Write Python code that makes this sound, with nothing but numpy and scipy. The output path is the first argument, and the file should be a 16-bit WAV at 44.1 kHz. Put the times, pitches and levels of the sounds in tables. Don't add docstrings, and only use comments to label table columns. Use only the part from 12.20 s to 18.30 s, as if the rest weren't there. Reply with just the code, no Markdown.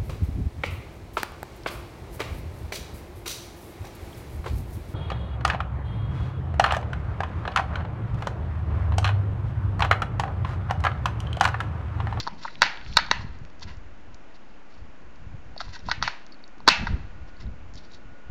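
import sys
import numpy as np
from scipy import signal
from scipy.fft import rfft, irfft
from scipy.io import wavfile
from scipy.ndimage import uniform_filter1d

SR = 44100
rng = np.random.default_rng(int(sys.argv[2]) if len(sys.argv) > 2 else 0)


def elevation(decibels):
    levels = np.asarray(decibels, float)
    return 10 ** (levels / 20)


def master_out(mix):
    frames = np.transpose(np.atleast_2d(mix))
    ceiling = np.clip(frames, -1, 1)
    pcm = np.round(ceiling * 32767).astype(np.int16)
    wavfile.write(sys.argv[1], SR, pcm)


N = 269010
TIME = np.arange(N) / SR

# pitch in Hz, level in dB, t60 in seconds.
SHELL_MODES = [(670, -8, .012), (965, 0, .014), (1310, -3, .01), (1560, -2, .008), (1920, -1, .009),
               (2200, -9, .007), (2720, -5, .008)]
# pitch in Hz, level in dB, t60 in seconds.
RIB_MODES = [(3200, -8, .007), (3500, -5, .008), (3880, -1, .009), (4420, 0, .01), (5040, -2, .008),
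             (5600, -4, .007), (6400, -6, .006)]


def unit(x):
    return x / np.sqrt(np.mean(x ** 2))


def peak(x, db):
    return x * elevation(db) / np.max(np.abs(x))


def band(x, lo_hz, hi_hz, order=2):
    return signal.sosfilt(signal.butter(order, [lo_hz, hi_hz], "bandpass", fs=SR, output="sos"), x)


def noise_band(lo_hz, hi_hz):
    return band(rng.standard_normal(N), lo_hz, hi_hz)


def walk(rate):
    hold = int(SR / rate)
    levels = np.repeat(rng.standard_normal(N // hold + 1), hold)
    return unit(uniform_filter1d(levels, hold)[:N])


def steady(x, span_s):
    return x / np.sqrt(uniform_filter1d(x ** 2, int(span_s * SR)) + 1e-18)


def fade(t, t60):
    return np.exp(-np.log(1000) * t / t60)


def swell(s, db, rise_s, fall_s):
    before = (s - TIME) / max(rise_s, .003)
    after = (TIME - s) / max(fall_s, .003)
    away = np.where(TIME < s, before, after)
    return elevation(2 * (db - 20 * np.minimum(away, 5)))


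def add(out, x, s):
    i = int(s * SR)
    out[i:i + len(x)] += x[:N - i]


def ring(modes, focus_hz, focus_width, luck, push=np.ones(1)):
    hz, db, t60 = np.transpose(modes)[:, :, None]
    t = TIME[:2048]
    off_focus_db = np.minimum(3.1 * (np.log(hz / focus_hz) / focus_width) ** 2, 22)
    db = db - off_focus_db + 0.83 * luck[:len(hz), None]
    detune = luck[-len(hz):, None]
    hz = hz * (1 + 0.0096 * detune)

    def fed(t60):
        return signal.fftconvolve(fade(t, t60), push[None], axes=1)[:, :len(t)]

    own = 0.54 * np.sin(2 * np.pi * focus_hz * t) * fed(np.mean(t60, keepdims=True))[0]
    lag = (len(push) > 1) * np.pi * detune
    return own + np.sum(elevation(db) * np.sin(2 * np.pi * hz * t + lag) * fed(t60), axis=0)


def floor():
    # frequency in Hz, density in dB per Hz.
    hush_colour = [(59, -53.5), (100, -29.5), (193, -1), (317, -1.5), (434, -8.5), (484, -5), (936, -9),
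                   (1430, -11), (2710, -16.5), (3510, -24), (4210, -26.5), (7170, -31.5), (8000, -50),
                   (10400, -86), (17600, -120)]
    hush_db, whine_db, whine_hz = -52.5, -69, 1450
    hz, db = np.transpose(hush_colour)
    bins_hz = np.arange(N // 2 + 1) * SR / N
    colour = elevation(np.interp(np.log(bins_hz + 1), np.log(hz), db))
    hush = unit(irfft(rfft(rng.standard_normal(N)) * colour, N))
    whine = np.sin(2 * np.pi * whine_hz * TIME)
    return hush * elevation(hush_db + 0.14 * walk(4.1)) + elevation(whine_db + 3.2 * walk(0.3)) * whine


def air():
    # strongest point in seconds, level in dB,
    # half length in seconds, flutter part in dB.
    gust_rows = [(0.0, -36, 0.049, -8), (0.13, -50, 0.23, 3.5), (0.429, -45, 0.13, 1),
                 (0.716, -32.5, 0.11, -14), (0.825, -41.5, 0.12, -4), (0.97, -39.5, .1, -8),
                 (1.056, -35, 0.25, -16), (1.23, -37.5, 0.057, -9), (1.483, -38, 0.14, -8.5),
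                 (1.64, -44, 0.36, -23), (1.902, -46, 0.22, -27), (2.633, -38.5, 0.1, -15),
                 (2.871, -44.5, 0.089, -14), (3.03, -42.5, 0.11, -16), (3.145, -38.5, .12, -10.5),
                 (3.31, -40.5, 0.096, -10.5), (3.486, -36, 0.079, -23.5), (3.682, -31.5, 0.078, -10.5),
                 (3.831, -35, 0.09, -5.5), (4.503, -41, 0.097, 4), (4.631, -28.5, 0.071, -2.5),
                 (4.732, -21.5, 0.087, -11), (4.883, -40, 0.19, -18.5), (5.013, -38, 0.13, -27),
                 (5.273, -29, 0.1, -14), (5.449, -41.5, 0.18, -24), (5.558, -40, 0.11, -15.5),
                 (5.749, -51, 0.19, -9), (5.893, -44.5, 0.13, -24), (6.1, -30.5, 0.038, -20)]
    calm_db, calm_flutter_db, rumble_db = -68, -65.5, -58.5
    gusts = np.array([swell(s, db, half_s, half_s) for s, db, half_s, _ in gust_rows])
    flutter_shares = elevation(2 * np.array(gust_rows)[:, -1])
    lumps = steady(noise_band(20, 85), .09)
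    flutter = steady(elevation(3.8 * walk(25)) * noise_band(120, 230), .09)
    rumble = unit(noise_band(36, 40))
    lump_power = gusts.sum(axis=0) + elevation(2 * calm_db)
    flutter_power = flutter_shares @ gusts + elevation(2 * calm_flutter_db)
    return np.sqrt(lump_power) * lumps + elevation(rumble_db) * rumble + np.sqrt(flutter_power) * flutter


def scuff():
    # hardest point in seconds, level in dB, rise in seconds, fall in seconds
    # (each spans 20 dB), dull part in dB.
    stroke_rows = [(.001, -35.5, 0.011, 0.025, -4.5), (.05, -48.5, 0.088, 0.088, -2.5),
                   (.27, -49, 0.15, 0.17, -4.5), (0.527, -59, 0.12, 0.3, -9), (.74, -53, .2, 0.092, -11.5),
                   (.98, -59.5, .15, 0.38, -7.5), (1.432, -36.5, 0.02, 0.022, -8),
                   (1.5, -51.5, 0.07, 0.057, 4.5), (2.15, -61, 0.018, 0.071, -17),
                   (2.285, -70, .06, 0.095, -17), (2.53, -63, 0.1, 0.16, -13),
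                   (3.378, -51.5, .01, 0.024, 0), (3.405, -40.5, 0.011, 0.055, -2),
                   (3.556, -42, 0.057, 0.032, -3), (3.6, -59.5, 0.11, 0.15, 1),
                   (3.47, -55.5, 0.16, 0.18, -2.5), (3.697, -39.5, 0.046, 0.011, -3),
                   (5.092, -61, .025, 0.028, 1), (5.222, -54, 0.056, 0.039, -1),
                   (5.582, -45.5, 0.033, 0.018, -19.5), (5.735, -50.5, 0.052, 0.049, -7.5),
                   (5.65, -59.5, .08, 0.088, -12)]
    focus_hz, focus_width, skirt_db, lump_db = 4485, .17, 10, 3.6
    strength = elevation(2.2 * np.minimum(rng.exponential(size=N), 4))
    slips = rng.standard_normal(N) * strength * (rng.random(N) < .2)
    strokes = np.array([swell(*row[:-1]) for row in stroke_rows])
    dull = elevation(2 * np.array(stroke_rows)[:, -1]) @ strokes
    ribs = np.zeros(N)
    for hz, db, _ in RIB_MODES:
        off_focus_db = min(4.0 * (np.log(hz / focus_hz) / focus_width) ** 2, skirt_db)
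        ribs += elevation(db - off_focus_db) * unit(band(slips, hz * .91, hz * 1.1))
    shell = sum(elevation(db) * band(slips, hz * 0.99, hz * 1.09) for hz, db, _ in SHELL_MODES)
    return elevation(lump_db * walk(70)) * (np.sqrt(strokes.sum(axis=0)) * unit(ribs) + np.sqrt(dull) * unit(shell))


def room(x):
    # centre in Hz, level in dB, t60 in seconds.
    reverb_bands = [(510, -35.5, 0.29), (796, -27.5, 0.48), (1500, -31, 0.48), (2210, -21.5, 0.3),
                    (3560, -28.5, 0.33), (4700, -26, 0.25), (6200, -33.5, 0.058)]
    rise_s, late_db, late_stretch = 0.012, -18.5, 2.98
    t = TIME[:SR]
    tail = np.zeros(len(t))
    for hz, db, t60 in reverb_bands:
        hiss = unit(band(rng.standard_normal(len(t)), hz / 1.3, hz * 1.26))
        decay = fade(t, t60) + elevation(late_db) * fade(t, t60 * late_stretch)
        tail += elevation(db) * hiss * decay
    build_up = 1 - np.exp(-(t / rise_s) ** 3)
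    return signal.fftconvolve(x, tail * build_up * elevation(-22.5))[:N]


def ticks():
    # start in seconds, peak in dB, ring pitch in Hz, ring t60 in seconds.
    tick_rows = [(0.0276, -30.5, 4750, 0.029), (0.036, -31.5, 4740, 0.015), (2.144, -54, 4200, 0.0093),
                 (3.377, -26, 4510, 0.028), (3.3781, -36, 4000, 0.018), (3.591, -41, 5500, 0.006),
                 (3.592, -45, 3830, 0.0075), (3.602, -48, 3800, .01), (3.692, -30.5, 4700, 0.027),
                 (3.697, -29, 4250, 0.02), (4.1208, -38, 4650, 0.037), (4.1422, -44, 4330, 0.015),
                 (4.191, -54, 3980, 0.01), (4.2387, -35.5, 4250, 0.013), (5.167, -49, 4380, 0.0078),
                 (5.204, -43, 4940, 0.017), (5.2215, -40, 4960, 0.012), (5.266, -51, 3850, 0.0081),
                 (5.5372, -45, 4930, 0.012), (5.554, -37, 5200, 0.015), (5.5744, -39, 3930, 0.015),
                 (5.714, -46, 3800, 0.012), (5.735, -42, 4000, .015), (5.744, -41, 3880, 0.014),
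                 (0.7718, -5, 3820, 0.011), (.7725, -17, 5100, 0.0096), (.787, -26, 3900, 0.0088),
                 (0.912, -12.5, 3916, 0.0089), (0.912, -13.5, 6000, 0.013), (3.825, -18, 5780, 0.022),
                 (3.7133, -19.5, 4350, 0.012), (4.485, -10, 4450, .02), (4.489, -17, 5040, 0.015),
                 (.42, -15.5, 4330, .015), (.437, -29, 4400, .01)]
    out = np.zeros(N)
    push = np.minimum(TIME[:2048] / .0012, 1)
    for s, db, hz, t60 in tick_rows:
        modes = [(mode_hz, mode_db, max(t60, .002)) for mode_hz, mode_db, _ in RIB_MODES]
        add(out, peak(push * ring(modes, hz, .09, rng.standard_normal(14)), db), s)
    return band(out, 2600, 6500, order=3)


def rattle(x):
    t = TIME[:SR // 8]
    grains = rng.standard_normal(len(t)) ** 3 * fade(t, 0.059)
    return signal.fftconvolve(x, elevation(-47.5) * grains)[:N]


def knocks():
    # start in seconds, peak in dB, shell
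    # ring in Hz, bright part in dB, chatter in ms.
    knock_rows = [(0.067, -21.5, 965, -20.5, 1.9), (0.0732, -15, 965, -13.5, 1.7),
                  (0.079, -22.5, 890, -11, 1.9), (0.2465, -30.5, 1220, -28, 1.1),
                  (0.25, -19.5, 1030, -24, 2.7), (0.256, -22, 1010, -27, 2), (0.278, -27, 1900, -22, 1.6),
                  (.281, -28, 1357, -20.5, 1.9), (4.674, -28.5, 1500, -9, 1.9),
                  (4.678, -29.5, 1300, -12.5, 2.5), (0.863, -36, 1000, -3, 2.1),
                  (0.882, -34, 945, -13, 5.4), (1.008, -36.5, 1030, -21, 4.8),
                  (1.419, -34.5, 1044, -14, 2.2), (1.426, -39.5, 1400, 7, 1.8), (1.475, -46, 1802, -7, 2),
                  (3.363, -29.5, 705, -19, 1.4), (3.481, -39, 875, -11, 2.3), (3.41, -31.5, 1320, -15, 2.2),
                  (3.414, -29.5, 1350, -4.5, 2.06), (3.408, -26, 746, -5.5, 3.8),
                  (3.545, -41, 1700, -11, 3.5), (3.558, -33.5, 1610, -10.5, 3.3),
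                  (3.564, -36.5, 960, -15, 3), (3.6895, -24, 967, -22, 1.4), (3.697, -27, 1300, -14, 2.7),
                  (3.707, -29, 1570, -16, 5.6), (3.7172, -18, 1693, -7, 2.4),
                  (3.72, -29.5, 1400, -0.5, 1.7), (3.723, -30.5, 1500, -17, 1.1),
                  (3.404, -22, 1335, -10, 1.4), (3.551, -36, 1560, -3.5, 3.1), (3.6855, -16, 900, -20, 1.8),
                  (4.403, -34, 946, -14.5, 0.78),
                  (0.4182, 0.5, 1880, -6, 2.3), (0.4205, -14.5, 1010, 0, 2.9), (0.428, -4.5, 1810, -15, 1.9),
                 (0.4293, -13.5, 1000, -16.5, 2.1), (0.436, -22.5, 1890, 4, 1.2),
                 (.463, -22, 1010, -19, 1.7), (0.4401, -23, 2210, -16, 2), (0.463, -19, 2100, -14.5, 2.9),
                 (0.7691, -1, 1930, -2.5, 2), (0.7712, -8, 1970, -7, 1.8), (0.787, -8.5, 1360, -16, 0.67),
                 (0.792, -18, 1500, -15.5, 1.7), (0.797, -21, 2020, -12.5, 2.3),
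                 (0.9122, -2, 1770, -14, 2.6), (.917, -23, 1920, -19, 2), (3.7135, -10, 1710, -7, 1.9),
                 (3.8247, -10.5, 1500, -8, 2), (3.828, -23, 1310, -3, 2.4), (3.8348, -23, 1220, -8.5, 2),
                 (3.8759, -9.5, 1440, -12.5, 2.34), (3.881, -23.5, 1500, -7, 1.9),
                 (4.475, -6.5, 990, -20, 1.7), (4.4767, 2, 1050, -9, 3), (4.482, -4.5, 1590, -8.5, 1.4),
                 (4.4847, 1.5, 1280, -8.5, 0.83), (4.4844, -11, 1790, 6, 4.7),
                 (4.669, -16, 1390, -17.5, 2.6)]
    rib_focus_hz, rough = 4250, .55
    out = np.zeros(N)
    t = TIME[:512]
    for s, db, low_hz, bright_db, chatter_ms in knock_rows:
        shell_luck, rib_luck = rng.standard_normal((2, 14))
        grit = rng.standard_normal((2, 32))
        hard = np.clip(1 + db / 30, .15, 1)
        span_s = .001 * np.clip(chatter_ms, .3, 8)
        chatter = (np.exp(-t / 0.00019) * 3.4 * hard ** 2 + 1) * np.exp(-(t / span_s) ** 4)
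        shell_push, rib_push = chatter * np.exp(rough * np.repeat(grit, 16, axis=1))
        shell = band(ring(SHELL_MODES, low_hz, .6 * hard, shell_luck, shell_push), 300, 2900)
        ribs = band(ring(RIB_MODES, rib_focus_hz, .3, rib_luck, rib_push), 2900, 8000)
        add(out, peak(shell, db) + peak(ribs, db + bright_db + 5.0), s)
    return band(out, 560, 11000, order=4)


def thuds():
    # start in seconds, peak in dB.
    thud_rows = [(.074, -28), (.42, -22), (0.772, -28.5), (.914, -20), (3.823, -35), (4.479, -8),
                 (4.486, -17.5)]
    hz = 390
    push = band(signal.unit_impulse(1024), hz / 1.7, hz * 1.6)
    out = np.zeros(N)
    for s, db in thud_rows:
        add(out, peak(push, db), s)
    return out


def throws():
    # start in seconds, strength in dB, centre in Hz.
    throw_rows = [(0.075, -30, 990), (0.253, -29, 1500), (.42, -3.5, 2110), (.771, -8.5, 2010),
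                  (.914, -12.5, 1900), (3.405, -38, 1600), (3.712, -18, 2000), (3.825, -8, 2400),
                  (3.877, -20, 2223), (4.482, 3.5, 2480), (4.671, -24.5, 1800)]
    crack_spread, bay_spread = 2.4, 1.5
    out = np.zeros(N)
    pulse = signal.unit_impulse(512)
    for s, db, hz in throw_rows:
        crack = band(pulse, hz / crack_spread, hz * crack_spread, order=1)
        bay = band(pulse, hz / bay_spread, hz * bay_spread, order=1)
        add(out, peak(crack, db + 11.0) + peak(bay, db - 12.5), s)
    return out


def clicks():
    # start in seconds, peak in dB, centre in Hz.
    click_rows = [(.1085, -44, 2600), (0.2273, -34, 3400), (0.355, -28.5, 2903), (0.573, -27, 2960),
                  (0.613, -32, 2787), (0.663, -30, 2670), (0.7272, -28, 3180), (1.1874, -41, 6000),
                  (1.2505, -39, 5200), (1.301, -45, 4280), (1.396, -36, 5317), (1.41, -38, 5070),
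                  (1.945, -32, 5486), (1.945, -57, 2460), (1.2505, -39, 1990), (.848, -31, 2500),
                  (2.959, -45, 4614), (4.0652, -33, 5160), (4.2787, -34.5, 6200), (4.3827, -44, 5000),
                  (3.816, -28, 1500), (1.57, -40, 6000), (5.538, -33, 6000), (5.546, -37, 5540),
                  (5.557, -31, 6200), (5.72, -37, 5800), (5.747, -37, 5880)]
    out = np.zeros(N)
    for s, db, hz in click_rows:
        add(out, peak(band(signal.unit_impulse(128), hz / 1.4, hz * 1.35, order=3), db), s)
    return out


def partials():
    # strongest point in seconds, level in dB, pitch in Hz, seconds to fall 20 dB.
    partial_rows = [(4.508, -30, 2620, .1), (4.575, -44, 2618, .12), (4.505, -37, 2460, .05),
                    (4.505, -35, 2096, .07), (4.51, -36, 2740, .1), (4.5, -40, 4200, .06),
                    (.48, -42, 960, .03), (.235, -63, 3950, .5), (.52, -60, 4500, .4),
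                    (4.85, -69, 1449, 13)]
    out = np.zeros(N)
    for s, db, hz, fall_s in partial_rows:
        level = np.sqrt(2 * swell(s, db, .012, fall_s)) * elevation(3 * walk(90))
        out += level * np.sin(2 * np.pi * hz * TIME)
    return out


def springs():
    # strongest point in seconds, level in dB, pitch in Hz, seconds to fall 20 dB.
    spring_rows = [(.24, -60, 3968, 0.5), (.44, -50.5, 4360, 0.14), (.7, -53.5, 4250, 0.1),
                   (.8, -44, 4300, 0), (.94, -52, 4070, 0.2), (.94, -38.5, 1896, -0.12),
                   (4.5, -28.5, 2580, 0.037), (4.55, -55.5, 2648, 0.33)]
    spread = 1.04
    out = np.zeros(N)
    for s, db, hz, fall_s in spring_rows:
        buzz = unit(noise_band(hz / spread, hz * spread))
        out += np.sqrt(swell(s, db, .012, fall_s)) * buzz
    return out


def shoves():
    # start in seconds, peak in dB, pitch in Hz.
    shove_rows = [(0.565, -49, 61.9), (0.665, -35, 94.2), (0.762, -29.5, 109.6), (0.904, -28, 153),
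                  (0.994, -27, 85), (1.045, -22, 104), (1.103, -34, 75.4), (1.215, -28, 91.5),
                  (1.449, -34.5, 108), (1.571, -32.5, 70.0), (2.594, -41, 70.0), (3.066, -28, 81.4),
                  (3.143, -26, 100.2), (3.258, -39, 72.5), (3.467, -35, 61.6), (3.666, -37, 61.6),
                  (3.778, -28, 96.9), (4.608, -26.5, 70.0), (4.706, -21, 102.1), (4.842, -26, 61.2),
                  (5.255, -38, 61.8), (5.315, -34.5, 61.6), (5.402, -44, 78), (5.533, -41, 62.6),
                  (5.852, -42, 94.6)]
    cycles = 0.61
    out = np.zeros(N)
    for s, db, hz in shove_rows:
        turns = TIME[:4096] * hz
        push = np.sin(2 * np.pi * turns) * turns * np.exp(-2 * turns / cycles)
        add(out, peak(push, db - 0.5), s)
    return out


def scene():
    contacts = knocks() + ticks() + clicks()
    port_hz = 6000
    near = band(contacts + rattle(contacts) + scuff(), 160, port_hz)
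    sent_to_room = elevation(-13) * band(near, 1300, 7000, order=1) + throws()
    handset = near + thuds() + springs() + partials()
    return (handset + room(sent_to_room) + air() + floor() + shoves())[None]


def roll_off(x):
    return signal.sosfilt(signal.butter(12, 16530, fs=SR, output="sos"), x)


def record(dry):
    ceiling, offset = .71, -.015
    smear_db, smear_s = -55.5, 0.01
    overload_top_db, edge_db, edge_gate = -12, 2, .2
    x = signal.sosfilt(signal.ellip(10, .5, 80, 7400, fs=SR, output="sos"), dry[0])
    ahead = rng.standard_normal(1024) * (TIME[:1024] < smear_s)
    hiss = signal.fftconvolve(band(x, 400, 13000)[::-1], ahead)[:N][::-1]
    x = x + elevation(smear_db) * hiss
    attack = np.clip(uniform_filter1d(np.abs(x), 256) * 4 / edge_gate - 1, 0, 1)
    x = np.clip(x, -ceiling, ceiling)
    narrow = signal.sosfiltfilt(signal.ellip(8, .1, 40, 7550, fs=SR, output="sos"), x)
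    edge = elevation(edge_db) * band(uniform_filter1d(attack, 128) * dry[0], 7400, 8700, order=4)
    x = narrow + elevation(overload_top_db) * (x - narrow) + edge
    x = np.clip(x, -1.04 * ceiling, 1.04 * ceiling)
    x = signal.sosfilt(signal.ellip(8, .1, 50, 16300, fs=SR, output="sos"), x)
    return roll_off(x[None] + offset)


dry = scene()
out = record(dry)
master_out(out)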